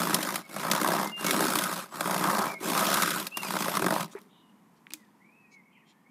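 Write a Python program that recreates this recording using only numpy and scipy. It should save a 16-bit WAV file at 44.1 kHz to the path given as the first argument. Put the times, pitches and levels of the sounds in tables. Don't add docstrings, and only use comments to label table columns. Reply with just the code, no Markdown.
import sys
import numpy as np
from scipy import signal
from scipy.io import wavfile
from scipy.ndimage import uniform_filter1d

SR = 44100
rng = np.random.default_rng(int(sys.argv[2]) if len(sys.argv) > 2 else 0)


def pcm_store(signal):
    levels = np.round(np.clip(np.atleast_2d(signal), -1, 1) * 32767)
    wavfile.write(sys.argv[1], SR, levels.astype(np.int16).T)


N = 269397
TIME = np.arange(N) / SR
HZ = np.fft.rfftfreq(4096, 1 / SR)
CREEP_DB, REST_S, REST_DB_PER_S = -28, 4.2, 155

# start t/s, fastest t/s, end t/s, card rasp level/dB, grit level/dB, panel boom level/dB,
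# exponent of speed while gaining, and while slowing, hop rate/Hz, share of the power in hops (0-1)
STROKES = [(-.25, 0.028, .43, -33, -34.5, -36, .7, 0.66, 52, 0.7),
           (0.467, 0.919, 1.133, -32, -36, -35, 0.83, 0.92, 60, 0.73),
           (1.162, 1.356, 1.876, -33, -33, -36.5, 1, 0.74, 61, 0.56),
           (1.911, 2.317, 2.567, -30.5, -36, -34.5, 0.73, 1, 65, 0.6),
           (2.6, 2.83, 3.291, -32.5, -31.5, -36, 0.68, 0.69, 70, 0.41),
           (3.358, 3.88, 4.07, -33.5, -35.5, -38, 0.54, 0.85, 55, 0.62)]
# t/s, grit level/dB, card rasp level/dB
LANDINGS = [(0.0315, -30, -26), (0.1296, -38, -30), (0.1431, -13, -26.5), (0.2279, -23.5, -33),
            (0.3045, -46, -35.5), (0.3411, -28.5, -30), (0.3561, -21.5, -28), (0.562, -33, -25.5),
            (0.7133, -15, -18.5), (0.7325, -26, -20), (0.7485, -26.5, -21.5), (0.776, -33, -29),
            (0.8125, -29, -24.5), (0.8735, -26.5, -30), (0.9025, -31, -32), (0.9165, -29, -31),
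            (0.9325, -35.5, -32), (0.9485, -33, -30), (0.9955, -35, -37), (1.0115, -35, -34),
            (1.0285, -31, -31), (1.2441, -26, -22.5), (1.2645, -19.5, -29.5), (1.3079, -17, -40),
            (1.3289, -31, -25), (1.4205, -32, -32.5), (1.4495, -45, -23), (1.5015, -25, -43),
            (1.5335, -40, -23), (1.5539, -19, -20.5), (1.5868, -19, -35), (1.6367, -22, -40),
            (1.7255, -30, -29), (1.9555, -38, -32), (2.0068, -23.5, -21), (2.0555, -34, -21.5),
            (2.0737, -30, -23.5), (2.1086, -25.5, -25), (2.1425, -26.5, -29), (2.1779, -29.5, -24.5),
            (2.2385, -26, -24.5), (2.2975, -35, -21.5), (2.3815, -29, -31), (2.3885, -29.5, -25),
            (2.7165, -32, -28.5), (2.7756, -23, -29), (2.8675, -28.5, -28), (2.9402, -17.5, -29),
            (2.9704, -24, -24), (3.0205, -17, -27), (3.0305, -21, -31.5), (3.0748, -25, -26),
            (3.1048, -22, -58), (3.1985, -27, -53), (3.2675, -25, -39), (3.3702, -23.5, -27.5),
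            (3.4306, -28.5, -51), (3.5045, -29.5, -24), (3.5365, -46, -23), (3.5518, -47, -24.5),
            (3.565, -31.5, -21.5), (3.6045, -28, -26), (3.6212, -25, -29), (3.6808, -31, -23),
            (3.7685, -23, -18.5), (3.7932, -28, -25), (3.8203, -27, -20), (3.8422, -28, -21.5),
            (3.862, -25, -16.5), (3.8822, -31, -22), (3.9052, -26.5, -20.5), (3.922, -32, -19),
            (3.9598, -39, -23), (4.0063, -28.5, -26.5), (4.027, -34, -35.5)]
# f/Hz, relative level/dB
CARD_SPECTRUM = [(25, -29.5), (60, -29.5), (90, -25), (125, -8.5), (180, 3.5), (260, -3.5), (380, -1),
                 (480, -7.5), (560, -0.5), (1250, 2.5), (2000, -7.5), (2950, -19.5), (3400, -16.5),
                 (7500, -21.5), (12500, -20), (14800, -24.5), (16000, -42)]
# f/Hz, bandwidth/Hz, level/dB re the broad spectrum
BOX_MODES = [(199, 43, 5.5), (306.4, 9.7, 10), (388, 31, 4), (528, 67, 3.5), (646.4, 11, 6),
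             (1030, 180, 2.5), (1263, 100, 2.5), (1600, 140, 2.5), (2050, 56, 0), (3900, 74, -7),
             (9750, 750, -2)]
# middle t/s, half duration/s, level/dB, f/Hz, width/octaves
RESONANT_SWELLS = [(0.05, 0.17, -32.5, 228, 0.7), (0.213, 0.25, -39, 1470, 0.52),
                   (0.8, 0.04, -34.5, 241, 0.46), (0.934, 0.11, -30.5, 774, 0.5),
                   (1.05, 0.1, -35.5, 205, 0.67), (1.42, 0.16, -29, 307, 0.5),
                   (1.572, 0.36, -36.5, 1450, 0.23), (2.395, 0.15, -33, 820, 0.55),
                   (2.656, 0.098, -32, 330, 0.57), (2.78, 0.21, -36, 936, 0.41),
                   (3.02, 0.18, -32.5, 1450, 0.23), (3.845, 0.063, -22.5, 296, 0.48),
                   (3.944, 0.12, -33, 720, 0.5), (4.033, 0.065, -35, 180, 0.52)]
# f/Hz, relative level/dB
AIR_SPECTRUM = [(20, -39.5), (60, -27.5), (120, -11.5), (200, 6.5), (270, -1.5), (600, -14.5), (1000, -6),
                (1400, -17), (2000, -18.5), (3500, -29.5), (6000, -30), (14000, -30.5), (16000, -50)]
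# t/s, level/dB
AIR_LEVELS = [(0, -61.5), (4.35, -61), (5.0, -61), (5.7, -64), (6.1, -63.5)]
# f/Hz, T60/s
YARD_DECAY = [(200, 0.91), (600, 0.65), (1200, 0.25), (3000, 0.7), (12000, 0.11)]
# t/s, duration/s, start f/Hz, middle f/Hz, end f/Hz, level/dB, hoarseness (0-1)
BIRD_NOTES = [(0.39, 0.4, 2245, 2230, 2430, -54.5, 0.9), (1.013, 0.12, 2080, 2083, 2050, -45.5, 0.33),
              (1.105, 0.16, 2833, 2795, 2808, -39, 0), (1.252, 0.071, 2210, 2206, 2170, -39, 0.25),
              (1.88, 0.19, 8050, 7500, 6730, -62, 0.4), (2.441, 0.12, 2200, 2300, 2245, -45, 0.73),
              (2.535, 0.052, 2220, 2160, 2210, -45, 0.12), (3.305, 0.13, 2470, 2810, 2540, -42.5, 0.22),
              (3.409, 0.079, 2680, 2540, 2280, -49, 0.5), (3.425, 0.095, 5350, 4830, 4500, -49.5, 0.2),
              (4.297, 0.243, 2955, 2925, 2900, -74, 0.63), (4.962, 0.13, 2080, 1930, 1620, -71, 0.5),
              (5.191, 0.13, 1920, 2230, 2490, -65.5, 0.8), (5.291, 0.21, 2350, 2620, 2315, -66.5, 0.43),
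              (5.369, 0.29, 1885, 1900, 1890, -78.5, 0.5), (5.505, 0.125, 2270, 2190, 1950, -60, 0.37),
              (5.639, 0.089, 2140, 2235, 2160, -72.5, 0.8), (5.74, 0.05, 2540, 2200, 1910, -64.5, 0.7),
              (5.797, 0.05, 2440, 2050, 1810, -70, 0.7), (5.91, 0.19, 1690, 1810, 1760, -77.5, 0.7),
              (6.043, 0.11, 2100, 2285, 2490, -66.5, 0.7)]
# start t/s, end t/s, dragging gain/dB, panel thump gain/dB
BOUNCING = (3.776, 3.935, -7, 4)
# t/s, duration/s, level/dB, centre f/Hz
SCUFFS = [(4.104, 0.045, -54, 4400), (4.143, 0.063, -46, 820), (4.742, 0.066, -72.5, 2900),
          (5.497, 0.079, -65.5, 3900), (5.852, 0.096, -66.5, 3540)]
# t/s, peak level/dB of the cavity note, f/Hz, T60/s
FLAT_DROP = (4.1505, -30, 404, .055)
# panel ring level/dB, flap ring level/dB, rattle level/dB
TAPS = [(4.216, -46, 5090, 1.7, -19, -40, -22), (4.868, -33, 1600, 0.7, -32, -30, -30),
        (4.9052, -37, 4200, .9, -32, -14, -30), (4.9078, -37, 3800, .95, -32, -2, -30),
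        (4.921, -38.5, 2200, 1.1, -10, -25, -12), (4.936, -15, 4700, 1.4, -35, -26, -26),
        (4.9396, -24, 3900, 1.4, -24, -14, -19)]
# t/s, duration/s, start f/Hz, end f/Hz, half bandwidth/Hz, level/dB
HARSH_CALLS = [(4.276, 0.17, 3320, 3520, 520, -71), (5.708, 0.12, 2900, 2515, 380, -69),
               (5.84, 0.1, 3280, 3220, 110, -74.5)]


def amp(db):
    return 10 ** (np.asarray(db) / 20)


def unit_rms(x):
    return x / np.sqrt(np.mean(x ** 2) + 1e-20)


def spectrum_at(points, hz):
    f, value = np.transpose(points)
    return np.interp(np.log(hz + 1), np.log(f + 1), value)


def add(mix, s, sound):
    part = mix[max(round(s * SR), 0):][:len(sound)]
    part += sound[:len(part)]


def colour(x, gain):
    log_gain = np.log(np.maximum(gain / gain.max(), 1e-5))
    two_sided = np.concatenate([log_gain, log_gain[-2:0:-1]])
    response = np.fft.ifft(np.exp(np.conj(signal.hilbert(two_sided)))).real
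    return signal.oaconvolve(x, response / np.linalg.norm(response))[:len(x)]


def bell(hz, octaves):
    return np.exp(-.5 * (np.log2((HZ + 1) / hz) / octaves) ** 2)


def wander(size, cutoff_hz):
    lowpass = signal.butter(2, cutoff_hz, fs=SR, output="sos")
    smooth = signal.sosfiltfilt(lowpass, rng.standard_normal(size + SR))
    return unit_rms(smooth[SR // 2:][:size])


def grains(size, per_s, spread_db):
    occurs = rng.random(size) < per_s / SR
    strength = amp(spread_db * np.clip(rng.standard_normal(size), -2, 2))
    return unit_rms(occurs * strength * rng.choice([-1, 1], size))


def pulse(t, rise_s, fall_s):
    return (1 - np.exp(-(t / rise_s) ** 2)) * np.exp(-t / fall_s)


def stroke_at(t):
    rows = np.array(STROKES)
    return rows[np.maximum(np.searchsorted(rows[:, 0], t, "right") - 1, 0)].T


def sliding_gain(exponent_scale=1):
    speed = sum(np.sin(np.pi / 2 * np.interp(TIME, row[:3], [0, 1, 0])) for row in STROKES)
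    _, fastest_s, *_, gaining, slowing, _, _ = stroke_at(TIME)
    exponent = exponent_scale * np.where(TIME < fastest_s, gaining, slowing)
    creep = amp(CREEP_DB - REST_DB_PER_S * np.maximum(TIME - REST_S, 0))
    return np.hypot(speed ** exponent, creep)


def hop_force(jitter=0.19, spread_db=1.0):
    marks = [0] + [row[0] for row in LANDINGS] + [REST_S]
    hop = pulse(np.arange(SR // 20) / SR, rise_s=.0016, fall_s=.006)
    force = np.zeros(N)
    for start, end in zip(marks, marks[1:]):
        *_, per_s, _ = stroke_at((start + end) / 2)
        count = max(round((end - start) * per_s), 1)
        period = (end - start) / count
        late, size = np.clip(rng.standard_normal((2, 96)), -2, 1)
        add(force, start, hop)
        for k in range(1, count):
            add(force, start + (k + jitter * late[k]) * period, amp(spread_db * size[k]) * hop)
    return force / np.sqrt(np.mean(force[TIME < REST_S] ** 2))


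def pressure(force, hop_share):
    return np.sqrt(1 - hop_share + hop_share * force ** 2)


def box_bands(boom_top_hz=450, grit_foot_hz=2500):
    modes = sum(amp(db) ** 2 / (1 + (2 * (HZ - hz) / width) ** 2) for hz, width, db in BOX_MODES)
    whole = amp(spectrum_at(CARD_SPECTRUM, HZ)) * np.sqrt(1 + modes)
    low, mid = (1 / (1 + (HZ / edge) ** 10) for edge in (boom_top_hz, grit_foot_hz))
    return whole * np.sqrt(low), whole * np.sqrt(mid - low), whole * np.sqrt(1 - mid)


def edge_response(ring, fall_s=0.0013):
    t = np.arange(SR // 100) / SR
    tail = rng.standard_normal(len(t)) * np.exp(-t / fall_s)
    response = (t == 0) + ring * tail / np.linalg.norm(tail)
    return response / np.linalg.norm(response)


def moving_contact(x, ring, moves_per_s=70, spots=16):
    spot = rng.integers(0, spots, N)[np.cumsum(rng.random(N) < moves_per_s / SR)]
    return sum(signal.oaconvolve(x * (spot == k), edge_response(ring))[:N] for k in range(spots))


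def scrape(force, grit_hopping=0.84, tick_db=-7):
    _, _, _, rasp_db, grit_db, boom_db, *_, hop_share = stroke_at(TIME)
    sliding = sliding_gain()
    drag = pressure(force, hop_share) * sliding
    crunch = pressure(force, hop_share * grit_hopping) * sliding
    boom_band, rasp_band, grit_band = box_bands()
    clumps = amp(2.4 * np.clip(wander(N, 260), -2, 2))
    fine = clumps * grains(N, 9000, spread_db=1.5)
    coarse = amp(tick_db) * grains(N, 250, spread_db=4.5)
    boom = grains(N, 4000, spread_db=5.5) * drag * amp(boom_db)
    rasp = moving_contact(grains(N, 8000, spread_db=1.5) * drag * amp(rasp_db), ring=0.88)
    grit = moving_contact(unit_rms(fine + coarse) * crunch * amp(grit_db), ring=0.44)
    return colour(boom, boom_band) + colour(rasp, rasp_band) + colour(grit, grit_band)


def drumming(force):
    boom_band, rasp_band, _ = box_bands()
    body = np.hypot(boom_band, rasp_band)
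    shake = grains(N, 6000, spread_db=1.5) * pressure(force, hop_share=0.83) * sliding_gain(0.65)
    out = np.zeros(N)
    for s, half_s, db, hz, octaves in RESONANT_SWELLS:
        swell = amp(db) * np.exp(-((TIME - s) / half_s) ** 2)
        out += colour(shake * swell, body * bell(hz, octaves))
    return out


def outdoor_air():
    level_db = np.interp(TIME, *np.transpose(AIR_LEVELS))
    return amp(level_db) * colour(rng.standard_normal(N), amp(spectrum_at(AIR_SPECTRUM, HZ)))


def yard_echo(x):
    hz, t, reflections = signal.stft(grains(SR, 2900, spread_db=-14.0), SR, nperseg=256)
    decay = amp(-60 * t / spectrum_at(YARD_DECAY, hz)[:, None])
    onset = 1 - np.exp(-t / 0.0023)
    tail = signal.istft(reflections * decay * onset, SR, nperseg=256)[1]
    return signal.oaconvolve(x, tail / np.linalg.norm(tail))[:N]


def hard_landings(boom_re_rasp_db=-6, equivalent_s=0.0018):
    out, t = np.zeros(N), np.arange(SR // 12) / SR
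    boom_band, rasp_band, grit_band = box_bands()
    start, end, _, bounce_db = BOUNCING
    for s, grit_db, rasp_db in LANDINGS:
        thump_db = rasp_db + boom_re_rasp_db + bounce_db * (start < s < end)
        spot = edge_response(ring=0.38)
        for band, db, force in ((boom_band, thump_db, pulse(t, rise_s=0.0016, fall_s=0.0039)),
                                (rasp_band, rasp_db, pulse(t, rise_s=0.0016, fall_s=0.0041)),
                                (grit_band, grit_db, pulse(t, rise_s=0.00058, fall_s=0.0052))):
            crush = grains(len(t), 16000, spread_db=5) * force
            burst = colour(signal.oaconvolve(crush, spot), band)
            add(out, s, amp(db) * burst / np.linalg.norm(burst) * np.sqrt(equivalent_s * SR))
    return out


def bird_whistles(pitch_depth=.032, strength_depth=.7):
    out = np.zeros(N)
    waver, throb = wander(N, 160), wander(N, 60)
    for s, length, first_hz, middle_hz, last_hz, db, hoarse in BIRD_NOTES:
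        size, onset = int(length * SR), int(s * SR)
        arch = np.polyfit([0, .5, 1], [first_hz, middle_hz, last_hz], 2)
        hz = np.polyval(arch, np.linspace(0, 1, size))
        hz *= 1 + pitch_depth * hoarse * np.roll(waver, -onset)[:size]
        flutter = 1 + strength_depth * hoarse * np.roll(throb, -onset)[:size]
        tone = np.sin(2 * np.pi * np.cumsum(hz) / SR)
        add(out, s, amp(db) * unit_rms(signal.windows.tukey(size, .5) * flutter * tone))
    return out


def scattered(x, db=-13, fall_s=.035):
    t = np.arange(SR // 4) / SR
    tail = rng.standard_normal(len(t)) * np.exp(-t / fall_s)
    return x + amp(db) * signal.oaconvolve(x, tail / np.linalg.norm(tail))[:N]


def far_echo(x, db=-12.5, t60_s=1.3):
    t = np.arange(SR) / SR
    tail = rng.standard_normal(SR) * pulse(t, rise_s=0.07, fall_s=t60_s / np.log(1000))
    return amp(db) * signal.oaconvolve(x, tail / np.linalg.norm(tail))[:N]


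def lift_gain(ramp_s=0.018):
    start, end, drag_db, _ = BOUNCING
    bouncing = (TIME > start) & (TIME < end)
    return amp(uniform_filter1d(drag_db * bouncing, round(ramp_s * SR)))


def scuffs():
    out = np.zeros(N)
    for s, length, db, hz in SCUFFS:
        size = int(length * SR)
        grit = grains(size, 3000, spread_db=2)
        rub = signal.oaconvolve(grit, edge_response(ring=2, fall_s=.0015))[:size]
        add(out, s, amp(db) * np.hanning(size) * colour(rub, bell(hz, 0.8)))
    return out


def flat_drop():
    out, t = np.zeros(N), np.arange(SR // 4) / SR
    s, db, hz, t60_s = FLAT_DROP
    tick = colour(rng.standard_normal(len(t)) * np.exp(-t / .0008), bell(1400, .35))
    note = np.sin(2 * np.pi * hz * t) * pulse(t, rise_s=.0025, fall_s=t60_s / np.log(1000))
    add(out, s, amp(db) * (note / abs(note).max() + 0.39 * tick / abs(tick).max()))
    return out


def flap_taps(panel_hz=305, panel_t60_s=0.16, flap_hz=2470, hiss_db=-46, hiss_hz=8200):
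    out, t = np.zeros(N), np.arange(SR // 4) / SR
    panel = np.sin(2 * np.pi * panel_hz * t) * pulse(t, rise_s=0.0028, fall_s=panel_t60_s / np.log(1000))
    flap = np.sin(2 * np.pi * flap_hz * t) * np.exp(-t / 0.0033)
    for s, db, hz, octaves, panel_db, flap_db, rattle_db in TAPS:
        snap = np.exp(-t / 0.00084) + amp(rattle_db) * np.exp(-t / 0.015)
        tick = colour(rng.standard_normal(len(t)) * snap, bell(hz, octaves))
        ring = amp(panel_db) * panel + amp(flap_db) * flap
        hiss = colour(rng.standard_normal(len(t)), bell(hiss_hz, 0.59)) * np.exp(-t / 0.041)
        add(out, s, amp(db) * (tick / abs(tick).max() + ring + amp(hiss_db) * hiss))
    return out


def harsh_calls():
    out = np.zeros(N)
    for s, length, first_hz, last_hz, half_hz, db in HARSH_CALLS:
        size = int(length * SR)
        phase = 2 * np.pi * np.cumsum(np.linspace(first_hz, last_hz, size)) / SR
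        band = wander(SR, half_hz)[:size] * np.cos(phase) + wander(SR, half_hz)[:size] * np.sin(phase)
        add(out, s, amp(db) * unit_rms(signal.windows.tukey(size, .5) * band))
    return out


def scene(box_echo_db=-24, bird_echo_db=-14):
    force = hop_force()
    dragging = (scrape(force) + drumming(force)) * lift_gain()
    box = dragging + hard_landings() + flat_drop() + flap_taps() + scuffs()
    song = scattered(bird_whistles() + harsh_calls())
    echoes = yard_echo(amp(box_echo_db) * box + amp(bird_echo_db) * song) + far_echo(song)
    return (box + song + echoes + outdoor_air())[None]


def record(dry, cutoff_hz=15700):
    lowpass = signal.firwin(255, cutoff_hz, window=("kaiser", 8), fs=SR)
    return signal.oaconvolve(dry, lowpass[None], "same")


dry = scene()
out = record(dry)
pcm_store(out)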